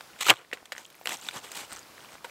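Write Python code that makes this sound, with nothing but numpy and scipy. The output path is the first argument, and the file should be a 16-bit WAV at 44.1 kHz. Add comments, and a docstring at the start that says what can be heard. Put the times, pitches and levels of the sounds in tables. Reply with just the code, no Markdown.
"""In an outdoor pit, a small shovel works wet clay close by, over a soft hush made of coloured noise.
One hard stab ends in a slap: bursts of filtered grains and mud noise, with short ringing pops.
Then come short gritty strokes, swelling grain noise with tiny wet clicks, a clack and a late dull knock.
Low thuds and a short low ring of the blade are brief tones, separate ticks are very short rings,
the fizz is a swarm of tiny clicks, and swelling grain noise rustles faintly like leaves at the end."""
import sys
import numpy as np
from scipy import signal
from scipy.io import wavfile
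from scipy.ndimage import uniform_filter1d

SR = 44100
rng = np.random.default_rng(int(sys.argv[2]) if len(sys.argv) > 2 else 0)


def materialize(psi):
    """Save the field psi as 16-bit PCM at rate SR to the path in sys.argv[1].

    A 1-D psi becomes a single channel; in a 2-D psi each row is a channel.
    """
    bounded = np.clip(np.atleast_2d(psi).T, -1, 1)
    quanta = np.round(bounded * 32767).astype(np.int16)
    wavfile.write(sys.argv[1], SR, quanta)


N = 101430
TIME = np.arange(N) / SR
EDGE_HZ = 15820  # top of the sound's band


def amp(db):
    """Turns decibels into a plain multiplier."""
    return 10 ** (np.asarray(db) / 20)


def unit(x):
    """Scales a sound to an average (rms) strength of 1."""
    return x / np.sqrt(np.mean(x ** 2) + 1e-20)


def add(mix, s, sound):
    """Mixes a sound in, starting at time s in seconds."""
    start = max(round(s * SR), 0)
    part = mix[start:][:len(sound)]
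    part += sound[:len(part)]


def colour(x, points, size=2048):
    """Filters a sound to a given spectrum, with unit energy and no ringing ahead of the sound."""
    hz, db = np.transpose(points)
    f = abs(np.fft.fftfreq(size, 1 / SR))
    log_gain = np.log(amp(np.interp(np.log(f + 1), np.log(hz), db)))
    # the Hilbert transform gives the phase that puts the energy as early as possible
    spectrum = np.exp(np.conj(signal.hilbert(log_gain)))
    taps = np.fft.ifft(spectrum).real[:size // 2]
    return signal.fftconvolve(x, taps / np.linalg.norm(taps))[:len(x)]


def grains(per_s, spread_db, smooth):
    """Random clicks of uneven size, like grains rubbing, over a share of smooth friction noise."""
    size = amp(spread_db * np.minimum(rng.exponential(1, N), 4))
    sign = rng.choice([-1, 1], N)
    clicks = size * sign * (rng.random(N) < per_s / SR)
    return unit(unit(clicks) + smooth * rng.standard_normal(N))


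def droplets(per_s, low_hz, high_hz, cycles, count=36):
    """Tiny wet clicks, each ringing for a few cycles at one of several pitches."""
    out, t = np.zeros(N), TIME[:SR // 40]
    for hz in np.geomspace(low_hz, high_hz, count):
        size = rng.uniform(0, 1, N) ** 2 * (rng.random(N) < per_s / count / SR)
        age = t * hz / cycles
        ring = np.sqrt(hz) * age * np.exp(-age) * np.sin(2 * np.pi * hz * t)
        out += signal.oaconvolve(size, ring)[:N]
    return unit(out)


def clumps(depth_db, size=160):
    """Quick uneven loudness: the material sticks and slips."""
    wander = uniform_filter1d(rng.standard_normal(N), size)
    wander = uniform_filter1d(wander, size)
    return unit(amp(depth_db * unit(wander)))


def swell(start, peak, end):
    """A level that builds to its peak and eases off until its end."""
    return np.interp(TIME, [start, peak, end], [0, 1, 0]) ** 1.18


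# loudness of the outdoor hush over time; the crumbs follow it too: t/s, level/dB
HUSH_LEVEL = [(0, -52), (.19, -53.5), (.40, -62), (.47, -60.5), (.62, -58), (.70, -59.5), (1.2, -56.5),
              (1.6, -53), (1.72, -53), (2.14, -51.5), (2.21, -56), (2.3, -50)]


def hush(points):
    """Soft outdoor noise: steady random noise filtered to the given colour, rising and falling slowly."""
    level = amp(np.interp(TIME, *np.transpose(HUSH_LEVEL)))
    return level * colour(rng.standard_normal(N), points)


def crumbs():
    """Settling wet soil: soft low ringing ticks, 7 dB under the hush level."""
    ticks = droplets(per_s=90, low_hz=600, high_hz=3200, cycles=1.3)
    level_db = -7 + np.interp(TIME, *np.transpose(HUSH_LEVEL))
    return amp(level_db) * ticks


RING_RISE_S = 0.00006  # how fast pops and ticks start to ring
CRACK_RISE_S, CRACK_DECAY_S, SPATTER_DECAY_S = 0.00068, 0.0011, 0.0085
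# tone colour of the crack and spatter: f/Hz, relative level/dB
CRACK_COLOUR = [(60, -40), (250, -18.5), (500, 3), (1000, 0), (2000, 6), (4500, -0.5), (6000, -8),
                (8000, -2.5), (9800, -15), (12000, -8.5), (16000, -21)]


def pop(db, hz, decay_ms, crack_db, spatter_db):
    """A ring of a few cycles at a rising pitch, with a sharp crack and a short spatter."""
    t = TIME[:SR // 16]
    body = (1 - np.exp(-t / RING_RISE_S)) * np.exp(-t / (decay_ms / 1000))
    glide = 1 + 2.5 * t / 2  # the pitch rises at 2.5 times its starting value per second
    ring = body / body.max() * np.sin(2 * np.pi * hz * t * glide)
    low_cut = signal.butter(2, 0.62 * hz, "high", fs=SR)
    ring = signal.lfilter(*low_cut, ring)
    a, b = rng.standard_normal((2, len(t)))
    crack = amp(crack_db) * a * np.exp(-t / CRACK_DECAY_S)
    # multiplying noise by its own size makes it spiky
    spatter = amp(spatter_db) * unit(b * abs(b)) * np.exp(-t / SPATTER_DECAY_S) / 2
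    burst = (crack + spatter) * (1 - np.exp(-t / CRACK_RISE_S))
    return amp(db) * (ring + colour(burst, CRACK_COLOUR))


# wet slaps, pops, a clack and a late dull knock: t/s, level/dB before the low cut, starting f/Hz,
# ring decay/ms, crack level/dB and spatter level/dB (both relative to the pop, spatter before halving)
POPS = [(.0083, -27.5, 1250, 0.4, -1, -16), (0.267, -18, 1290, 4, -10, -16),
        (0.2877, -10, 1500, 0.58, -10, -7), (.2974, -1.5, 2930, 1.4, -5, -30),
        (0.3032, -3, 3140, 1.9, -2.5, -24), (0.3069, -4.5, 2170, 1.6, -19, -36),
        (0.3102, -11.5, 1170, 3.7, -12, -16.5), (.338, -26.5, 1300, .8, -2, -17),
        (0.5286, -19, 1860, 1.4, -19, -43), (0.532, -18.5, 2590, 0.7, -19, -10),
        (0.532, -23.5, 510, 1.5, -22, -11), (.7210, -19, 1760, 0.87, -5.5, -8),
        (.7213, -26.5, 4800, 0.69, -14, -24), (.7215, -32.5, 685, 1.5, -7, -19),
        (0.7296, -31.5, 1900, 1.2, -6, -18), (.7800, -30, 1900, 1.3, 1.5, -7.5),
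        (1.0127, -33, 714, 1.14, -6, -19), (1.0573, -18.5, 1930, 0.86, 3.5, -16),
        (1.0723, -13.5, 3060, 0.78, 2.5, -22), (1.2867, -18.5, 3570, 1.64, -8, -18),
        (1.2873, -22, 1430, 1.6, 3, -35), (2.2447, -31, 925, 5.8, 4, -5), (2.246, -35, 503, 5.6, 3, 1),
        (2.248, -31.5, 1530, 2.7, -10, -7)]


def slaps_and_pops():
    """Wet slaps, pops, a clack and a late dull knock, each built from short rings and noise bursts."""
    out = np.zeros(N)
    for s, *pop_settings in POPS:
        add(out, s, pop(*pop_settings))
    return out


# the stab over time: t/s, grit level/dB and mud level/dB, both before their colour filters and final mix
STAB = [(.186, -50, -79), (.206, -48.5, -71), (0.208, -34, -53), (.228, -31.5, -60), (.241, -45, -53.5),
        (0.258, -32.5, -51.5), (.268, -25, -32), (.279, -33.5, -36), (.287, -31.5, -25.5),
        (0.296, -26, -25), (.304, -14, -17), (0.316, -45, -25), (.331, -49.5, -33), (0.346, -63, -58.5),
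        (0.363, -49.5, -56), (.41, -62, -51), (.46, -76, -69)]
# tone colour of grit on the blade, shared with the crunches: f/Hz, relative level/dB
GRIT_COLOUR = [(60, -33), (400, -19.5), (1100, -4), (1600, -11.5), (2200, -7), (3100, -4), (4000, -7),
               (5000, -17), (6400, -11), (7900, -8), (9300, -20), (10700, -20.5), (12200, -17),
               (13500, -22), (16000, -27)]
# tone colour of squeezed mud, shared with the stirring: f/Hz, relative level/dB
MUD_COLOUR = [(25, -43.5), (70, -35), (125, -6), (230, -13.5), (330, -3.5), (560, 0.5), (800, -1.5),
              (1200, -0.5), (1600, -2), (2200, -7), (3500, -15), (5000, -25.5), (16000, -37)]


def stab():
    """Grit rasps along the blade and mud is squeezed aside, full of tiny bursting pockets."""
    s, grit_db, mud_db = np.transpose(STAB)
    # silent before the first and after the last table row
    grit_level = amp(np.interp(TIME, s, grit_db, -np.inf, -np.inf))
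    mud_level = amp(np.interp(TIME, s, mud_db, -np.inf, -np.inf))
    sand = grains(per_s=3100, spread_db=5.0, smooth=0.34)
    pockets = droplets(per_s=4200, low_hz=1970, high_hz=13700, cycles=2.2)
    grit = unit(sand + amp(-1.5) * pockets) * clumps(depth_db=3.0, size=110) * grit_level
    mud = grains(per_s=3300, spread_db=4.5, smooth=0.37) * mud_level
    return colour(grit, GRIT_COLOUR) * amp(0.5) + colour(mud, MUD_COLOUR)


# lumps giving way: start t/s, level/dB before the filter, fine grit level/dB relative to that
CRUNCHES = [(0.2086, -26.5, -25), (0.2142, -32.5, -28), (0.2218, -27, -22), (0.228, -36, -7),
            (0.243, -38.5, -2), (0.2516, -38, -10), (0.262, -40, -3), (0.276, -31, 0), (0.283, -22, -17),
            (.6545, -44.5, -21), (0.9012, -55, 6.5), (1.0904, -29.5, -7), (1.516, -39, -1.5),
            (1.55, -43, 4), (1.5546, -46.5, 2), (1.566, -43, 7.5), (1.574, -43.5, 2.5), (1.106, -37.5, -10)]
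# tone colour of the finest grit: f/Hz, relative level/dB
FINE_COLOUR = [(300, -13), (3000, 2), (14000, -5.5)]
CRUNCH_S = .0017  # time from start to peak, also the decay time


def crunches():
    """Gritty lumps give way under the blade, each a quick burst of spiky coarse and fine noise."""
    grit, fine = np.zeros((2, N))
    for s, db, fine_db in CRUNCHES:
        age = np.maximum(TIME - s, 0) / CRUNCH_S
        burst = amp(db) * age * np.exp(1 - age)
        grit = grit + burst
        fine = fine + amp(fine_db) * burst
    a, b = rng.standard_normal((2, N))
    coarse_noise, fine_noise = unit(a * abs(a)), unit(b * abs(b))
    return colour(grit * coarse_noise, GRIT_COLOUR) + colour(fine * fine_noise, FINE_COLOUR)


TICK_DECAY_S = 0.00095
TICK_WIDTH = 2.12  # the noise spans the pitch divided and multiplied by this


def tick(db, hz):
    """A crumb rings for an instant, inside a burst of splitting noise around its pitch."""
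    t = TIME[:SR // 50]
    band = signal.butter(2, [hz / TICK_WIDTH, min(hz * TICK_WIDTH, EDGE_HZ)], "band", fs=SR)
    split = unit(signal.lfilter(*band, rng.standard_normal(len(t))))
    envelope = (1 - np.exp(-t / RING_RISE_S)) * np.exp(-t / TICK_DECAY_S)
    return amp(db) * envelope * (np.sin(2 * np.pi * hz * t) + amp(-11.5) * split)


# crumbs, drips and stalks: t/s, level/dB before the rise and decay, f/Hz
TICKS = [(.4485, -41.5, 1960), (0.515, -30, 1978), (0.5729, -32, 2010), (.6288, -39.5, 690),
         (0.7513, -31, 1650), (0.7648, -30, 1840), (0.7804, -32, 6300), (0.848, -38.5, 6900),
         (0.8528, -32, 3180), (.863, -39, 7650), (.953, -43, 12000), (.988, -51, 6700), (1.079, -30, 1950),
         (.209, -27.5, 940), (1.1214, -21.5, 2050), (1.1701, -31, 6240), (1.213, -32, 7300),
         (1.3108, -27, 2340), (1.518, -27, 7550), (1.7309, -24, 8600), (1.762, -29, 6130),
         (1.7924, -31, 6808), (1.8303, -37.5, 4800), (1.98, -32, 1860), (2.154, -33, 1180)]


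def ticking():
    """Small separate ticks of crumbs, drips and stalks, each a very short ring with a little noise."""
    out = np.zeros(N)
    for s, db, hz in TICKS:
        add(out, s, tick(db, hz))
    return out


# low thuds and a short low ring of the blade (second row):
# t/s, level/dB before shaping, f/Hz, twice the decay time constant/s
THUDS = [(0.298, -26, 136, 0.0044), (0.3, -22, 327, 0.0075), (1.12, -40, 197, 0.0039),
         (1.359, -40, 136.6, 0.0058)]


def thuds_and_blade():
    """Low thuds and a short low ring of the blade: low tones that swell and die fast."""
    out = np.zeros(N)
    for s, db, hz, double_decay in THUDS:
        age = 2 * TIME / double_decay
        envelope = 2 * age * np.exp(-age)
        add(out, s, amp(db) * np.sin(2 * np.pi * hz * TIME) * envelope)
    low_cut = signal.butter(2, 105, "high", fs=SR, output="sos")  # Hz
    return signal.sosfilt(low_cut, out)


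# stirring strokes: start t/s, peak t/s, end t/s, scrape level/dB and mud level/dB, before filters and mix
STROKES = [(0.512, 0.536, 0.64, -57.5, -51.5), (0.72, 0.8, 0.86, -50, -55.5),
           (1.05, 1.131, 1.17, -34, -40.5), (1.134, 1.268, 1.35, -43.5, -55.5),
           (1.314, 1.367, 1.41, -38, -41), (1.415, 1.447, 1.51, -44, -49.5),
           (1.47, 1.576, 1.677, -40.5, -49), (1.58, 1.633, 1.67, -46, -60)]
# tone colour of sandy clay dragging on the blade: f/Hz, relative level/dB
SCRAPE_COLOUR = [(60, -41.5), (200, -1), (500, -9), (900, 1.5), (1500, -16.5), (2200, -2), (3400, -1),
                 (4600, -7.5), (6300, -5.5), (8200, -2.5), (9500, -14), (12500, -10.5), (16000, -24)]


def stirring():
    """Each stroke drags sandy clay along the blade, bursts tiny wet pockets and pushes mud ahead of it."""
    scrape = sum(amp(db) * swell(a, b, c) for a, b, c, db, _ in STROKES)
    mud = sum(amp(db) * swell(a, b, c) for a, b, c, _, db in STROKES)
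    sand = grains(per_s=2000, spread_db=-0.5, smooth=0.4) * clumps(depth_db=2.0)
    rasp = colour(scrape * sand, SCRAPE_COLOUR)
    wet = amp(-6) * scrape * droplets(per_s=600, low_hz=903, high_hz=9330, cycles=2.1)
    squeezed = colour(mud * grains(per_s=1200, spread_db=1.5, smooth=0.21), MUD_COLOUR)
    return amp(-2.5) * rasp + wet + squeezed


# one long swell of wet clay parting: start t/s, peak t/s, end t/s, level/dB
FIZZ = (0.70, 1.2, 2, -56.5)


def fizz():
    """Fine crackle of the wet clay parting: many tiny, very short high clicks."""
    start, peak, end, db = FIZZ
    crackle = droplets(per_s=570, low_hz=2500, high_hz=15300, cycles=1.0)
    return amp(db) * swell(start, peak, end) * crackle


# faint rustles: start t/s, peak t/s, end t/s, level/dB before the filter;
# the second row ends just before its peak time, so it builds up and then stops at once
RUSTLES = [(1.672, 1.713, 1.84, -41), (1.943, 2.053, 2.05, -53), (2.085, 2.139, 2.18, -48.5)]
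# tone colour of dry leaves: f/Hz, relative level/dB
LEAF_COLOUR = [(60, -8.5), (400, -4.5), (1400, 2), (2600, -3), (4800, -5.5), (6300, -8.5), (7300, -7),
               (8500, -1), (9500, -21), (12500, -16.5), (16000, -24)]


def leaves():
    """Faint rustles of dry leaves: swelling grain noise with an uneven, clumpy loudness."""
    level = sum(amp(db) * swell(a, b, c) for a, b, c, db in RUSTLES)
    rustle = grains(per_s=1900, spread_db=4.0, smooth=0.47) * clumps(depth_db=4.5)
    return colour(level * rustle, LEAF_COLOUR)


def echoes(x, decay_s):
    """Scattered reflections that die away, starting 1.5 ms after the direct sound."""
    t = TIME[:SR // 3]
    taps = rng.standard_normal(len(t)) * np.exp(-t / decay_s) * (t > .0015)
    return signal.fftconvolve(x, taps / np.linalg.norm(taps))[:N]


# tone colour of the hush in the middle: f/Hz, relative level/dB
HUSH_COLOUR = [(25, -30), (70, -6.5), (140, -4), (300, -2.5), (700, -2), (1300, -4), (2500, -8.5),
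               (5000, -10), (8200, -15), (10000, -16), (16000, -19.5)]
# tone colour of the hush that differs between left and right: f/Hz, relative level/dB
SIDE_COLOUR = [(30, -13), (200, 4.5), (500, 6.5), (1500, -10.5), (5000, -30)]
PIT_DB, PIT_DECAY_S = -15, 0.0057
OPEN_AIR_DB, OPEN_AIR_DECAY_S = -43, 0.055
SIDE_DB = -18  # relative to the hush level


def scene():
    """All sources sit in the middle, with short echoes from the pit, a trace of open air and a wider hush."""
    near = stab() + crunches() + thuds_and_blade() + stirring() + slaps_and_pops()
    near = near + ticking() + fizz() + crumbs() + leaves()
    pit = amp(PIT_DB) * echoes(near, PIT_DECAY_S)
    open_air = amp(OPEN_AIR_DB) * echoes(near, OPEN_AIR_DECAY_S)
    mid = near + pit + open_air + hush(HUSH_COLOUR)
    side = amp(SIDE_DB) * hush(SIDE_COLOUR)
    return np.array([mid + side, mid - side])


def record(dry):
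    """Soft overload rounds off the loudest peaks, then a low-pass filter limits the band."""
    held = dry / (1 + (dry / .9) ** 6) ** (1 / 6)
    low_pass = signal.firwin(511, EDGE_HZ, window=("kaiser", 9), fs=SR)
    return signal.oaconvolve(held, low_pass[None], "same")


dry = scene()
out = record(dry)
materialize(out)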